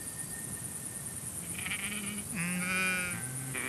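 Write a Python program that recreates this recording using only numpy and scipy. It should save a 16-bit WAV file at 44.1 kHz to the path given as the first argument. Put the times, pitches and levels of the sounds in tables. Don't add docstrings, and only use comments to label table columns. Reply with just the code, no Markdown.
import sys
import numpy as np
from scipy import signal
from scipy.fft import rfft, irfft
from scipy.io import wavfile
from scipy.ndimage import uniform_filter1d, map_coordinates

SR = 44100
rng = np.random.default_rng(int(sys.argv[2]) if len(sys.argv) > 2 else 0)


def field_ratio(decibels):
    return 10 ** (np.asarray(decibels, dtype=float) / 20)


def output_pcm(signal):
    pcm = np.clip(np.atleast_2d(signal).T, -1, 1) * 32767
    wavfile.write(sys.argv[1], SR, np.round(pcm).astype(np.int16))


N = 162288
T = np.arange(N) / SR


def rms_one(x):
    return x / np.sqrt(np.mean(x ** 2) + 1e-20)


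def drift(rate_hz):
    pole = np.exp(-2 * np.pi * rate_hz / SR)
    noise = rng.standard_normal(N + SR)
    return rms_one(signal.lfilter([1], [1, -2 * pole, pole * pole], noise)[SR:])


def at_hz(points, hz):
    point_hz, point_db = np.transpose(points)
    return np.interp(np.log(hz + 1), np.log(point_hz), point_db)


# freq_hz, relative_density_db
MEADOW_SPECTRUM = [(24, -54), (40, -29), (60, -6), (97, 2), (164, 2), (257, -4.5), (593, -13.5),
                   (1130, -16.5), (1960, -19.5), (3730, -23.5), (5080, -23.5), (6930, -18.5), (8200, -12.5),
                   (9450, -6.5), (10500, -8.5), (12000, -10.5), (13000, -12.5)]


def meadow():
    level_db, rumble_spread_db, chorus_spread_db = -40, 1, 1.5
    rumble_below_hz, chorus_above_hz = 400, 6800
    hz = np.arange(N // 2 + 1) * SR / N
    coloured = rfft(rng.standard_normal(N)) * field_ratio(at_hz(MEADOW_SPECTRUM, hz))
    rumble = irfft(coloured * (hz < rumble_below_hz), N)
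    chorus = irfft(coloured * (hz > chorus_above_hz), N)
    hiss = irfft(coloured, N) - rumble - chorus
    rumble = rumble * field_ratio(rumble_spread_db * drift(12))
    chorus = chorus * field_ratio(chorus_spread_db * drift(120))
    return field_ratio(level_db) * rms_one(hiss + rumble + chorus)


def lamb(rows, overtones):
    pitch_spread, flutter_db = 0.00405, 3
    s, hz, db = np.transpose(rows)
    pitch_hz = np.interp(T, s, hz) * (1 + pitch_spread * drift(19))
    phase = 2 * np.pi * np.cumsum(pitch_hz) / SR
    level_db = np.interp(T, s, db, left=-120, right=-120)
    out = np.zeros(N)
    for multiple, overtone_db in overtones:
        tone_db = level_db + overtone_db + flutter_db * drift(38)
        out += np.sqrt(2) * field_ratio(tone_db) * np.sin(round(multiple) * phase)
    return out


# time_s, pitch_hz, level_db
EARLY_CALL = [(0.0, 257.8, -59), (0.04, 262.5, -59), (0.066, 260.7, -65), (0.096, 258.2, -56),
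              (0.152, 261, -64), (0.204, 260, -51), (0.23, 260, -57.5), (0.264, 261.7, -70),
              (0.342, 262.5, -52.5), (0.5, 260.2, -66), (0.518, 260, -56), (0.536, 260, -76),
              (0.574, 260, -52.5), (0.604, 262.7, -67), (0.73, 258.5, -60), (0.812, 260.4, -71),
              (0.828, 261.4, -60), (0.868, 254, -68.5), (0.92, 260, -56.5), (0.948, 260, -68),
              (0.97, 263.3, -60), (1.032, 261, -68), (1.044, 260.5, -82), (1.07, 260, -60),
              (1.116, 258.3, -59.5), (1.152, 259.6, -88), (1.182, 259, -59), (1.198, 260, -61),
              (1.224, 253, -72), (1.264, 260, -59), (1.31, 260, -80), (1.34, 258, -81)]
# pitch_multiple, relative_db
EARLY_CARRIED = [(1, -11), (3, -15), (7, 1)]


def early_lamb():
    return lamb(EARLY_CALL, EARLY_CARRIED)


def strokes(centre_s, level_db, hz, drop_hz, length_s, spread_db):
    u = np.arange(int(length_s * SR)) / (length_s * SR)
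    swell = np.sin(np.pi * u) ** 1.02
    out = np.zeros(N + 2 * SR)
    variation = rng.standard_normal((len(centre_s), 3))
    for s, db, (pitch, start_phase, level) in zip(centre_s, level_db, variation):
        i = int((s + 1 - length_s / 2) * SR)
        stroke_hz = hz * (1 + .004 * pitch) - drop_hz * u ** 3
        phase = 2 * np.pi * np.cumsum(stroke_hz) / SR + 9 * start_phase
        out[i:i + len(u)] += field_ratio(db + spread_db * level) * swell * np.sin(phase)
    return out[SR:SR + N]


def evenly(start_s, length_s, period_s):
    return np.linspace(start_s, start_s + length_s, round(length_s / period_s) + 1)


# first_pulse_s, last_pulse_s, period_s
PULSE_RUNS = [(.016, 2.0, .05835), (2.429, 3.645, .0579)]


def falling_insect():
    times_s = np.concatenate([evenly(a, b - a, period) for a, b, period in PULSE_RUNS])
    level_db = -41.5 + 0 * times_s
    return strokes(times_s, level_db, hz=8820, drop_hz=1190, length_s=.022, spread_db=0.3)


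# first_stroke_s, time_to_last_stroke_s
CRICKET_CHIRPS = [(.016, .064), (0.098, 0.1), (0.231, 0.071), (0.308, .016), (1.852, 0.02), (1.92, 0.048),
                  (2.019, 0.058), (2.092, 0.031), (2.144, 0.052), (2.258, 0.036), (2.333, 0.088),
                  (2.444, 0.057), (2.534, .075), (2.641, .016)]


def cricket():
    times_s = np.concatenate([evenly(s, length, .0154) for s, length in CRICKET_CHIRPS])
    level_db = -55.5 + 0 * times_s
    return strokes(times_s, level_db, hz=4770, drop_hz=450, length_s=.011, spread_db=1.0)


# first_full_stroke_s, time_to_last_stroke_s
KATYDID_CHIRPS = [(0.0753, 0.013), (0.1935, 0.0206), (0.3327, 0.0077), (0.4428, 0.0067), (0.5336, 0.016),
                  (0.6429, 0.0156), (0.7527, 0.0127), (0.8567, 0.0131), (0.9606, 0.016), (1.062, 0.0132),
                  (1.1666, 0.0154), (1.269, 0.0156), (1.3775, 0.0134), (1.497, 0.0207), (1.6184, 0.013),
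                  (1.734, 0.02), (1.8417, 0.0216), (1.9566, 0.017), (2.0697, 0.02), (2.1822, 0.0207),
                  (2.3004, 0.022), (2.4049, 0.023), (2.5093, 0.0207), (2.6165, 0.022), (2.7618, 0.014),
                  (2.8753, 0.016), (2.9876, 0.023), (3.1103, 0.0196), (3.2302, 0.0274), (3.3626, 0.0277),
                  (3.5792, 0.0284)]


def katydid():
    period_s, full_db, lead_relative_db = .0069, -32, -6.5
    full_s = np.concatenate([evenly(s, length, period_s) for s, length in KATYDID_CHIRPS])
    lead_s = np.array([s - period_s for s, _ in KATYDID_CHIRPS])
    level_db = full_db + np.r_[0 * full_s, lead_relative_db + 0 * lead_s]
    return strokes(np.r_[full_s, lead_s], level_db, hz=9742, drop_hz=700, length_s=.006, spread_db=0.63)


def throat(source, points):
    log_gain = at_hz(points, np.linspace(0, SR / 2, 2049)) * np.log(10) / 20
    cepstrum = irfft(log_gain)
    cepstrum[1:2048] *= 2
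    cepstrum[2049:] = 0
    impulse = irfft(np.exp(rfft(cepstrum)))[:2048]
    out = signal.fftconvolve(source, impulse)[:len(source)]
    mouth_band = signal.butter(4, [1100, 3500], "band", fs=SR, output="sos")
    return out / np.std(signal.sosfilt(mouth_band, out))


def bleat(rows, hum, throats, stretch, follows, opens_s, jitter, breath):
    s, hz, mouth_db = np.transpose(rows)
    span = (T >= s[0]) & (T <= s[-1])
    t = T[span]
    pitch_hz = np.interp(t, s, hz)
    phase = 2 * np.pi * np.cumsum(pitch_hz * (1 + jitter * drift(62.5)[span])) / SR

    quick_pitch = (pitch_hz / uniform_filter1d(pitch_hz, size=6000)) ** follows
    clock = np.cumsum(np.interp(t, *np.transpose(stretch)) * quick_pitch)
    warped_phase = np.interp(np.arange(clock[-1] + 1), clock, phase)

    warped_t = np.interp(warped_phase, phase, t)
    breath_share = np.interp(warped_t, *np.transpose(breath))
    noise = rng.standard_normal(N)[:len(warped_phase)]
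    puffs = breath_share * (1.9 + 0.56 * np.cos(warped_phase)) * noise
    pulses = rms_one(sum(np.cos(k * warped_phase) for k in range(2, 45)))
    source = pulses + puffs

    shut, wide = (map_coordinates(throat(source, shape), [clock], order=3, mode="nearest")
                  for shape in throats)
    opened = np.clip((t - opens_s) / 0.0067 + .5, 0, 1)
    voice = field_ratio(np.interp(t, s, mouth_db)) * ((1 - opened) * shut + opened * wide)

    hum_rows, overtone_db = hum
    low = np.sin(phase) + sum(field_ratio(db) * np.sin(k * phase) for k, db in zip((2, 3), overtone_db))
    voice += np.sqrt(2) * field_ratio(np.interp(t, *np.transpose(hum_rows))) * low
    edges = np.clip(np.minimum(t - s[0], s[-1] + 0.012 - t) / 0.013, 0, 1)
    out = np.zeros(N)
    out[span] = voice * edges
    return out


# time_s, pitch_hz, level_db
QUAVER_VOICE = [(1.39, 169, -78), (1.448, 177, -52), (1.472, 161.7, -57), (1.484, 166.8, -69),
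                (1.506, 167.5, -59), (1.532, 173.2, -60), (1.556, 180.9, -46), (1.57, 183.1, -62),
                (1.59, 177.1, -35.5), (1.604, 181.1, -48), (1.622, 184.5, -42), (1.65, 185.9, -45.5),
                (1.662, 187.7, -32.5), (1.674, 180.6, -37), (1.69, 184.6, -50), (1.712, 196.7, -33.5),
                (1.73, 206.7, -32.5), (1.746, 206.5, -36), (1.764, 205.8, -44), (1.78, 196.8, -57),
                (1.792, 192.2, -34), (1.81, 201.4, -45.5), (1.834, 198.2, -37), (1.848, 194.6, -36.5),
                (1.874, 208.9, -36.5), (1.9, 199.9, -48.5), (1.92, 206.8, -35), (1.94, 210.4, -43.5),
                (1.96, 203.4, -41), (1.982, 213.2, -38.5), (2.002, 212.4, -43.5), (2.022, 198.8, -53),
                (2.038, 204.2, -39.5), (2.062, 194.6, -45), (2.078, 203.5, -40), (2.116, 207.2, -45),
                (2.138, 213.5, -47.5), (2.162, 200, -54), (2.186, 204.2, -42), (2.26, 207.2, -74)]
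# (time_s, level_db), then relative_db of overtones 2 and 3
QUAVER_HUM = [(1.39, -66), (1.418, -46), (1.57, -50), (1.628, -66), (1.678, -46), (1.748, -56),
              (1.896, -44), (2.208, -42), (2.252, -69), (2.26, -62)], (-15, -24)
# freq_hz, gain_db
QUAVER_THROAT = ([(410, -36), (700, -6), (1000, -14.5), (1300, 0.5), (1550, -11), (1850, 5.5), (2050, 2),
                 (2280, 11.5), (2500, 2.5), (2750, 1), (3000, 3.5), (3400, -10), (4110, -17.5), (5060, -19),
                 (6000, -34), (7800, -52)], [(410, -33), (700, -2), (957, -12.5), (1340, 9.5), (1650, -10),
                 (1880, 8.5), (2050, -4), (2300, 16), (2500, 10), (2700, -1), (2950, 14.5), (3200, 0),
                 (3450, -3), (4500, -13), (6500, -42)])
# time_s, resonance_factor
QUAVER_STRETCH = [(1.399, .97), (1.601, 1.044), (1.751, 0.99), (1.85, 1.03), (1.999, 1.01), (2.12, 0.98),
                  (2.25, 1.02)]
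# time_s, relative_noise_share
QUAVER_BREATH = [(1.4, 1.2), (1.55, .9), (1.65, .5), (1.8, .35), (2.25, .25)]


def quavering_bleat():
    return bleat(QUAVER_VOICE, QUAVER_HUM, QUAVER_THROAT, QUAVER_STRETCH,
                 follows=.7, opens_s=1.93, jitter=.01, breath=QUAVER_BREATH)


# time_s, pitch_hz, level_db
FULL_VOICE = [(2.3, 253.6, -65), (2.306, 257.7, -75), (2.336, 248.5, -54), (2.356, 209.4, -48.5),
              (2.382, 168.6, -38.5), (2.386, 163.2, -37.5), (2.45, 174.1, -38.5), (2.514, 179.5, -41),
              (2.578, 180.1, -43), (2.594, 175.6, -47), (2.63, 182, -34.5), (2.654, 178.2, -40),
              (2.688, 185.8, -35), (2.71, 188.5, -31), (2.736, 183.1, -33.5), (2.798, 187.5, -30.5),
              (2.904, 184.9, -32.5), (3.092, 176.9, -38), (3.136, 174.3, -44.5), (3.2, 168.5, -58)]
# (time_s, level_db), then relative_db of overtones 2 and 3
FULL_LOW_HUM = [(2.3, -66), (2.326, -43.5), (2.346, -38.5), (2.602, -35.5), (2.628, -41.5), (3.026, -43),
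                (3.048, -50), (3.154, -46.5), (3.2, -43.5)], (-22.5, -20.5)
# freq_hz, gain_db
FULL_RESONANCES = ([(410, -34), (700, -14), (950, -8), (1150, 6), (1400, -4), (1750, 6), (2100, 9),
                   (2400, 8.5), (2750, 12), (3100, -12), (3670, -13), (4400, -42), (5200, -5), (6000, -18),
                   (7000, -31), (9100, -69)], [(210, -34), (370, -4.5), (564, -3.5), (800, -19),
                   (1050, -16), (1290, -1), (1480, 8.5), (1720, -5), (1950, -6.5), (2270, 4.5),
                   (2440, 12.5), (2620, -1), (2820, -2), (3000, -8.5), (3200, -4.5), (3450, -31),
                   (3780, -11), (4240, -24.5), (4800, -11.5), (5300, -13.5), (5800, -20.5), (6250, -15),
                   (7000, -34), (9100, -68)])
# time_s, resonance_factor
FULL_LENGTH = [(2.35, .94), (2.5, .99), (2.58, 1.03), (2.611, 0.93), (2.7, .97), (2.8, 0.98), (3.0, 1),
               (3.151, 0.96)]
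# time_s, relative_noise_share
FULL_NOISE = [(2.32, .5), (2.4, .15), (2.6, .08), (2.75, .03), (3.2, .06)]


def full_bleat():
    return bleat(FULL_VOICE, FULL_LOW_HUM, FULL_RESONANCES, FULL_LENGTH,
                 follows=0, opens_s=2.6, jitter=.0015, breath=FULL_NOISE)


# time_s, pitch_hz, level_db
LATE_CALL = [(2.4, 260, -60), (2.48, 267, -49.5), (2.65, 267.2, -49.5), (2.85, 271, -48.5),
             (3.05, 267, -52), (3.15, 261, -49), (3.22, 257.6, -43.5), (3.25, 258, -51), (3.3, 258, -48.5),
             (3.36, 258.3, -57), (3.49, 257, -48), (3.53, 260, -68)]
# pitch_multiple, relative_db
LATE_CARRIED = [(3, -11.5), (6, -5)]


def late_lamb():
    return lamb(LATE_CALL, LATE_CARRIED)


# time_s, pitch_hz, level_db
DEEP_VOICE = [(3.13, 106.6, -43.5), (3.186, 114.8, -48.5), (3.25, 123.6, -54), (3.282, 128.1, -57),
              (3.342, 131.5, -59), (3.428, 132, -54), (3.448, 133.2, -59), (3.516, 131.6, -50.5),
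              (3.528, 130.4, -59), (3.552, 128, -36.5), (3.576, 130, -37.5), (3.604, 120.3, -40),
              (3.616, 121.3, -41.5), (3.644, 129.0, -38), (3.68, 130.2, -37.5)]
# (time_s, level_db), then relative_db of overtones 2 and 3
DEEP_LOW_HUM = [(3.13, -39), (3.168, -47), (3.508, -43), (3.536, -49), (3.552, -66), (3.61, -51),
                (3.68, -52)], (-7, -17.5)
# freq_hz, gain_db
DEEP_RESONANCES = ([(300, -33), (700, -9), (1300, -2.5), (1650, -2.5), (1950, 5), (2250, -8), (2600, -8),
                   (3500, -15.5), (6000, -52)], [(130, -44), (260, 10.5), (381, 8.5), (642, -1.5),
                   (800, -4.5), (1200, 4.5), (1600, 2), (1930, 13.5), (2120, 2), (2330, 17.5), (2600, -2),
                   (2810, 0), (3200, -2.5), (3700, -8.5), (4270, -22), (5000, -18), (6500, -48)])
# time_s, resonance_factor
DEEP_LENGTH = [(3.14, 0.99), (3.25, 1.05), (3.448, 1.12), (3.53, 1.04), (3.62, .98), (3.68, 1.01)]
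# time_s, relative_noise_share
DEEP_NOISE = [(3.13, .1), (3.3, .3), (3.55, .3), (3.6, .4), (3.625, .7), (3.65, .3)]


def deep_bleat():
    return bleat(DEEP_VOICE, DEEP_LOW_HUM, DEEP_RESONANCES, DEEP_LENGTH,
                 follows=0, opens_s=3.53, jitter=.005, breath=DEEP_NOISE)


def echo(x):
    level_db, t60_s, length = -17, .12, 8000
    decay = field_ratio(-60 * np.arange(length) / SR / t60_s)
    tail = rms_one(rng.standard_normal(length) * decay) / np.sqrt(length)
    return x + field_ratio(level_db) * signal.fftconvolve(x, tail)[:N]


def scene():
    flock = echo(quavering_bleat() + full_bleat() + deep_bleat())
    lambs = early_lamb() + late_lamb()
    insects = falling_insect() + cricket() + katydid()
    mono = meadow() + lambs + insects + flock
    return np.array([mono, mono])


def band_limit(x):
    return signal.sosfilt(signal.butter(12, 13210, fs=SR, output="sos"), x)


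def record(dry):
    notched = signal.lfilter(*signal.iirnotch(7740, 90, fs=SR), dry)
    treble_cut = signal.ellip(14, .2, 75, 12040, fs=SR, output="sos")
    mix = signal.sosfilt(treble_cut, notched)
    return band_limit(mix)


dry = scene()
out = record(dry)
output_pcm(out)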